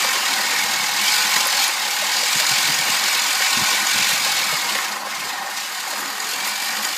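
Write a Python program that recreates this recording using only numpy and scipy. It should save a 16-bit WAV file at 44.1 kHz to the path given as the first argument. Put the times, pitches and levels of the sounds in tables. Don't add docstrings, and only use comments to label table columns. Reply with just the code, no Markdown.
import sys
import numpy as np
from scipy import signal
from scipy.fft import rfft, irfft, next_fast_len
from scipy.io import wavfile
from scipy.ndimage import uniform_filter1d, map_coordinates

SR = 44100
rng = np.random.default_rng(int(sys.argv[2]) if len(sys.argv) > 2 else 0)


def master_out(mix):
    frames = np.transpose(np.atleast_2d(mix))
    ceiling = np.clip(frames, -1, 1)
    pcm = np.round(ceiling * 32767).astype(np.int16)
    wavfile.write(sys.argv[1], SR, pcm)


N = 307377
CRUISE_HZ = 44

# (frequency [Hz], width [Hz], height above the spectrum [dB])
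WHEEL_RESONANCES = [(774, 109, 8.5), (841, 49, 3.5), (952, 61, 5), (1060, 92, 6), (1250, 43, 5.5)]
FRAME_RESONANCES = [(1491, 24, 7.2), (1625, 30, 6.2), (1820, 53, 4), (1918, 180, 5)]
BLADE_RESONANCES = [(2587, 91, 3.7), (2840, 103, 1.5), (3020, 56, 0.7), (3625, 110, 2.8), (3883, 210, 2.7),
                    (4276, 180, 4.1), (4470, 65, 3.5), (4858, 110, 2.8), (4740, 76, 3), (5063, 176, 3.8),
                    (6760, 160, 4.1), (7150, 170, 1.15), (8140, 240, 3.9), (8974, 374, 3.7)]
# (frequency [Hz], relative level [dB])
FRAME_SPECTRUM = [(700, -33), (1200, -24), (1450, 2), (1900, 1), (2050, -2), (2600, -3.5), (7000, -41.5)]
BLADE_SPECTRUM = [(500, -36), (1800, -10.5), (2650, -1), (3200, -0.5), (5000, -1.5), (5500, -2.5),
                  (7500, -4), (8500, -10.5), (10000, -15.5), (15000, -17.5)]


def amp(db):
    return 10 ** (np.asarray(db) / 20)


def unit(x):
    return x / np.sqrt(np.mean(x ** 2) + 1e-20)


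def curve(rows):
    return np.interp(np.arange(N) / SR, *np.transpose(rows))


def swell(start, end):
    return np.sin(np.pi * np.clip((np.arange(N) / SR - start) / (end - start), 0, 1))


def wobble(rate, size=8192):
    knots = N * rate / SR
    coarse = map_coordinates(rng.standard_normal(int(knots) + 4), [np.linspace(0, knots, size)])
    return np.interp(np.arange(N), np.linspace(0, N, size), coarse)


def grains(rate, spread_db):
    present = rng.random(N) < rate / SR
    return unit(present * np.sign(rng.standard_normal(N)) * amp(spread_db * rng.standard_normal(N)))


def burst(attack, t60):
    t = np.arange(SR // 3) / SR
    return rng.standard_normal(len(t)) * (1 - np.exp(-t / attack)) * amp(-60 * t / t60)


def band(x, centre_hz, q):
    return signal.lfilter(*signal.iirpeak(min(centre_hz, SR / 2 - 1), q, SR), x)


def body(x, spectrum, modes=(), size=16384):
    hz = np.fft.rfftfreq(size, 1 / SR)
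    knot_hz, knot_db = np.transpose(spectrum)
    db = np.interp(np.log(hz + 1), np.log(knot_hz), knot_db)
    for centre, width, height in modes:
        db = db + height / (1 + (2 * (hz - centre) / width) ** 2)
    cepstrum = irfft(np.log(amp(db)))
    cepstrum[1:size // 2] *= 2
    cepstrum[size // 2 + 1:] = 0
    return signal.fftconvolve(x, irfft(np.exp(rfft(cepstrum))))[:len(x)]


def patches(x, depth_db, size=1024):
    spectra = signal.stft(x, nperseg=size)[2]
    field = rng.standard_normal(spectra.shape)
    field = uniform_filter1d(uniform_filter1d(field, 3, axis=0), 3, axis=1)
    return unit(signal.istft(spectra * amp(depth_db * unit(field)), nperseg=size)[1][:N])


def add(track, time, sound, peak_db):
    part = track[max(round(time * SR), 0):][:len(sound)]
    part += (amp(peak_db) * sound / np.abs(sound).max())[:len(part)]


def pressure(passes, peak_at, depth_db, scatter_db, sharp=0):
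    contact_db = [0.37, -0.85, 0.82, 0.23, -0.36]
    cycles = passes - peak_at + 1.5
    count = cycles.astype(int)
    angle = 2 * np.pi * cycles
    bite = -np.cos(angle + sharp * (1 - np.cos(angle)))
    pass_db = np.take(contact_db, count, mode="wrap") + scatter_db * rng.standard_normal(1024)[count]
    return unit(amp(depth_db * bite + pass_db * (1 + bite) / 2))


def clump_boost(cut_s=0.072):
    # (time [s], rise of the grass hiss [dB])
    clumps = [(1.38, 2.5), (1.645, 4), (2.385, 4), (2.5, 5), (4.11, 2), (5.259, 1), (5.9, 3.5), (6.0, 5),
              (6.31, 5), (6.48, 4.5), (6.64, 2.5), (6.85, 4.5)]
    return sum(db * swell(time - cut_s / 2, time + cut_s / 2) for time, db in clumps)


def air():
    # (frequency [Hz], relative level [dB])
    air_spectrum = [(25, -30), (200, 2), (1000, 1), (15000, -17)]
    return amp(-66) * unit(body(rng.standard_normal(N), air_spectrum))


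def rolling(load_db):
    # (frequency [Hz], relative level [dB])
    tyre_spectrum = [(25, -66), (60, -54), (110, -17), (160, -4), (200, -1), (330, -1), (430, -2.5),
                     (650, 1.5), (900, -19), (2000, -34)]
    turf_spectrum = [(25, -33), (50, -37), (80, -17.5), (135, -0.5), (230, -3), (330, -13.5), (600, -33),
                     (1500, -56)]
    # (frequency [Hz], width [Hz], height [dB])
    tyre_modes = [(207.6, 23.5, 10.1), (281.6, 25, 6.8), (364, 32, 5.2), (492, 14.4, 8.3), (565, 105, 6.6)]
    bounce_modes = [(147, 70, 5)]
    # (start [s], end [s], rumble level [dB])
    uneven_ground = [(0.0, 1.6, -59), (0.452, 0.95, -51), (2.3, 3.25, -50.5), (3.55, 3.66, -41),
                     (3.88, 4.76, -49), (5.08, 5.318, -52)]
    # (time [s], peak level [dB])
    thumps = [(2.35, -26.5), (2.507, -28.5), (2.683, -26.5), (2.781, -32), (2.892, -32), (3.567, -23),
              (3.604, -24), (3.946, -30), (3.985, -31), (4.123, -32), (4.522, -34)]
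    drum_db = -41 + 0.95 * load_db + 1.27 * wobble(14)
    rumble_gain = amp(-69.5) + sum(amp(db) * swell(start, end) for start, end, db in uneven_ground)
    tread = patches(body(grains(rate=1200, spread_db=3), tyre_spectrum, tyre_modes), depth_db=2.5)
    ground = unit(body(grains(rate=600, spread_db=3), turf_spectrum))
    out = amp(drum_db) * tread + rumble_gain * ground
    for time, db in thumps:
        add(out, time, body(burst(attack=0.0053, t60=0.07), turf_spectrum, bounce_modes), db)
    return out


def teeth(passes, per_pass, jitter, spread_db):
    onsets = np.flatnonzero(np.diff(np.floor(passes * per_pass)))
    lateness, strength = rng.standard_normal((len(onsets), 2)).T
    onsets = np.clip(onsets + jitter * np.gradient(onsets) * lateness, 0, N - 1).astype(int)
    return unit(np.bincount(onsets, amp(spread_db * strength), N))


def gears(passes, effort_db, load_db):
    # (frequency [Hz], relative level [dB])
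    wheel_spectrum = [(300, -48.5), (660, -9.5), (740, -4), (1100, 0.5), (1350, -0.5), (1700, -10.5),
                      (3000, -34.5)]
    wheel_db = -29.5 + load_db
    frame_db = -28 + 0.42 * effort_db + 0.51 * load_db + 0.63 * wobble(16)
    taps = teeth(passes, per_pass=6, jitter=0.15, spread_db=1.5)
    on_wheels = taps + 2.27 * grains(rate=4000, spread_db=3)
    on_wheels *= pressure(passes, peak_at=0.12, depth_db=0.5, scatter_db=0.5)
    on_frame = taps + 1.88 * grains(rate=5000, spread_db=1)
    on_frame *= pressure(passes, peak_at=0.43, depth_db=2.5, scatter_db=0.5)
    wheels = patches(body(on_wheels, wheel_spectrum, WHEEL_RESONANCES), depth_db=1.5)
    frame = patches(body(on_frame, FRAME_SPECTRUM, FRAME_RESONANCES), depth_db=1)
    return amp(wheel_db) * wheels + amp(frame_db) * frame


def clatter():
    # (time [s], peak level [dB], frequency [Hz])
    knocks = [(0.043, -23, 536), (0.395, -25, 590), (1.458, -24, 567), (2.02, -23.5, 592.5),
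              (2.225, -27.5, 541.4), (2.398, -25, 610), (3.403, -24, 571), (4.259, -25, 590.6),
              (4.524, -26, 566), (4.751, -24, 523.5), (5.069, -23, 639), (5.926, -27, 616.7)]
    # (time [s], peak level [dB])
    jolts = [(.043, -15), (1.362, -9.5), (1.688, -17), (2.684, -17), (4.751, -13), (4.785, -13),
             (6.027, -19), (6.466, -15), (6.842, -19)]
    # (time [s], relative peak level [dB])
    clacks = [(1.362, -6), (1.405, -8), (1.525, -11), (2.399, -5), (2.465, -6), (2.492, -8), (2.95, -12),
              (3.038, -5), (3.081, -9.5), (3.533, -14)]
    # (time [s], peak level [dB], frequency [Hz], 60 dB decay time [s])
    snaps = [(1.468, -13, 11080, 0.041), (1.679, -10.5, 10340, 0.0096)]
    out = np.zeros(N)
    for time, db, hz in knocks:
        add(out, time, band(band(burst(attack=0.00036, t60=0.041), hz, q=6.3), hz, q=3.3), db)
    # (frequency [Hz], relative level [dB])
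    jolt_spectrum = [(60, -42), (200, -11), (400, -8), (650, -10), (1000, -1), (1500, 1), (2100, 1),
                     (3000, -12), (8000, -26)]
    for time, db in jolts:
        blow = burst(attack=0.00075, t60=0.052)
        add(out, time, body(blow, jolt_spectrum, WHEEL_RESONANCES + FRAME_RESONANCES), db)
    for time, db in clacks:
        blow = burst(attack=0.00135, t60=0.03)
        blade_ring = body(blow, BLADE_SPECTRUM, BLADE_RESONANCES)
        frame_ring = body(blow, FRAME_SPECTRUM, FRAME_RESONANCES)
        add(out, time, blade_ring + 0.5 * frame_ring, db - 3.5)
    for time, db, hz, t60 in snaps:
        add(out, time, band(band(burst(attack=0.0011, t60=t60), hz, q=6.6), hz, q=3.3), db)
    return out


def grass(passes, pass_hz, effort_db):
    # (frequency [Hz], relative level [dB])
    hiss_spectrum = [(2000, -39), (7000, 3.5), (9700, 0), (11300, 4), (13000, 2), (14000, -2), (15400, -5)]
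    hiss_db = -31.5 + 0.54 * effort_db + 0.13 * (pass_hz - CRUISE_HZ) + clump_boost() + 0.51 * wobble(25)
    cuts = grains(rate=18000, spread_db=2) * pressure(passes, peak_at=0.217, depth_db=1.56, scatter_db=0.2)
    return amp(hiss_db) * patches(body(cuts, hiss_spectrum), depth_db=3.5)


def reel(passes, pass_hz):
    # (frequency [Hz], width [Hz], relative level [dB])
    reel_modes = [(1488, 2.5, -8), (1842, 24.5, -5), (4230, 36, -8), (4745, 43, -2), (4860, 46, -8),
                  (6825, 170, 0)]
    strokes = grains(rate=1500, spread_db=7.5) * pressure(passes, peak_at=0.22, depth_db=10, scatter_db=3)
    tones = sum(amp(db + 1.9 * wobble(6.2)) * unit(band(strokes, hz, q=hz / width))
                for hz, width, db in reel_modes)
    return amp(-40.5) * (pass_hz / CRUISE_HZ) ** 2 * tones


def wavering_tones(passes):
    # (one end of the swell [s], other end [s], frequency [Hz], nominal level [dB])
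    tones = [(0.0, 3, 850, -34), (.35, 0.77, 1856, -30), (1.03, 1.32, 1487, -27), (1.0, 1.74, 1034, -32),
             (3.0, 4.3, 1478, -30), (3.25, 3.82, 1087, -31.5), (3.55, 4.25, 2315, -31),
             (3.95, 3.9, 6795, -26), (4.65, 5.35, 1069, -36), (5.05, 5.8, 1827, -35.5),
             (5.25, 5.65, 795, -36), (6.0, 6.5, 429, -45), (6.15, 6.8, 2332, -34), (6.25, 6.97, 4760, -37)]
    t = np.arange(N) / SR
    pulsing = pressure(passes, peak_at=0.33, depth_db=3, scatter_db=2.2)
    out = np.zeros(N)
    for start, end, hz, db in tones:
        envelope = amp(db + 1.6 * wobble(30)) * swell(start, end) * pulsing
        out += envelope * np.sin(2 * np.pi * hz * t + 1.28 * wobble(70))
    return out


def knife(passes, pass_hz, effort_db):
    # (frequency [Hz], relative level [dB])
    knife_spectrum = [(1200, -49), (1900, -26), (2100, 2), (2340, 1), (2450, -7.5), (3200, -24),
                      (7000, -63)]
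    # (frequency [Hz], width [Hz], height [dB])
    knife_modes = [(2025, 100, 2.7), (2160, 53, 3.6), (2317, 120, 2.7), (2430, 53, 4)]
    ring_db = -29 + 1.1 * effort_db + 1.1 * wobble(10)
    force = pressure(passes, peak_at=0.75, depth_db=3, scatter_db=0.8)
    contacts = grains(rate=3000, spread_db=5.5) * force
    rough = patches(body(contacts, knife_spectrum, knife_modes), depth_db=2.5)
    strike = pressure(passes, peak_at=0.71, depth_db=4, scatter_db=3) * amp(1.4 * wobble(35))
    ping_hz = 2235 + 100.2 * np.tanh((pass_hz - 42) / 4) + 50 * wobble(60)
    pings = unit(strike * np.sin(2 * np.pi * np.cumsum(ping_hz) / SR))
    return amp(ring_db) * unit(rough + 0.95 * pings)


def blades(passes, effort_db):
    # (start [s], end [s], swish level [dB])
    tufts = [(0, .95, -36), (1.027, 1.28, -25.5), (1.5, 1.68, -28.5), (2.1, 2.277, -27), (2.439, 2.6, -30)]
    scrape_db = -21 + effort_db + 0.42 * clump_boost()
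    force = pressure(passes, peak_at=0.31, depth_db=1.4869, scatter_db=1.13, sharp=0.48)
    force *= amp(0.48 * wobble(170))
    contacts = grains(rate=14000, spread_db=1) * force
    scrape = patches(body(contacts, BLADE_SPECTRUM, BLADE_RESONANCES), depth_db=2.26)
    swish = unit(band(band(grains(rate=9000, spread_db=5) * force, 4760, q=6.4), 4530, q=4.8))
    swish_gain = sum(amp(db) * swell(start, end) for start, end, db in tufts)
    return amp(scrape_db) * scrape + swish_gain * swish


def scene():
    # (time [s], blade-pass frequency [Hz])
    reel_speed = [(0.0, 49), (0.23, 38.7), (0.63, 40.1), (0.98, 39), (1.11, 51), (1.29, 43.1), (1.68, 43.3),
                  (1.76, 33.5), (2.25, 43.1), (3.72, 45.4), (3.8, 42), (4.1, 47), (4.2, 42.8), (4.66, 38.6),
                  (5.03, 19.8), (5.49, 24.5), (5.6, 32.8), (5.83, 38.6), (6.97, 51)]
    # (time [s], level relative to a steady cut [dB])
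    effort = [(0.0, 0), (0.4, -2.5), (0.52, -0.5), (0.92, -2.6), (1.1, 1.8), (1.45, -0.5), (1.63, 1.2),
              (1.76, -3.8), (2.2, -0.9), (3.1, 0), (4.1, 0.5), (4.4, -2), (4.77, -3.3), (4.97, -10.5),
              (5.04, -15.5), (5.11, -9), (5.31, -9), (5.41, -12.5), (5.58, -8), (6.14, -9.5), (6.3, -7.5),
              (6.97, -6)]
    # (time [s], relative level [dB])
    wheel_load = [(0.0, 2.5), (0.3, 0.8), (1.0, -0.5), (1.65, 0.5), (1.95, -1.5), (2.4, -0.2), (3.6, 0),
                  (4.55, 0), (4.8, 0.5), (5.2, -2.5), (5.48, -1.5), (5.68, -7), (5.95, -1.5), (6.65, -3.5),
                  (6.85, -1.5), (6.97, -6)]
    pass_hz = curve(reel_speed)
    passes = np.cumsum(pass_hz) / SR
    effort_db = curve(effort) + 0.66 * wobble(18)
    load_db = curve(wheel_load) + 0.41 * wobble(14)
    mono = air() + blades(passes, effort_db) + knife(passes, pass_hz, effort_db)
    mono += reel(passes, pass_hz) + wavering_tones(passes) + grass(passes, pass_hz, effort_db)
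    mono += gears(passes, effort_db, load_db) + rolling(load_db) + clatter()
    return np.array([mono, mono])


def record(dry):
    low_hz, top_hz = 55, 15400
    thin = signal.sosfilt(signal.butter(2, low_hz, "highpass", fs=SR, output="sos"), dry)
    size = next_fast_len(N + SR // 2)
    passband = np.fft.rfftfreq(size, 1 / SR) < top_hz
    return irfft(rfft(thin, size) * passband, size)[:, :N]


dry = scene()
out = record(dry)
master_out(out)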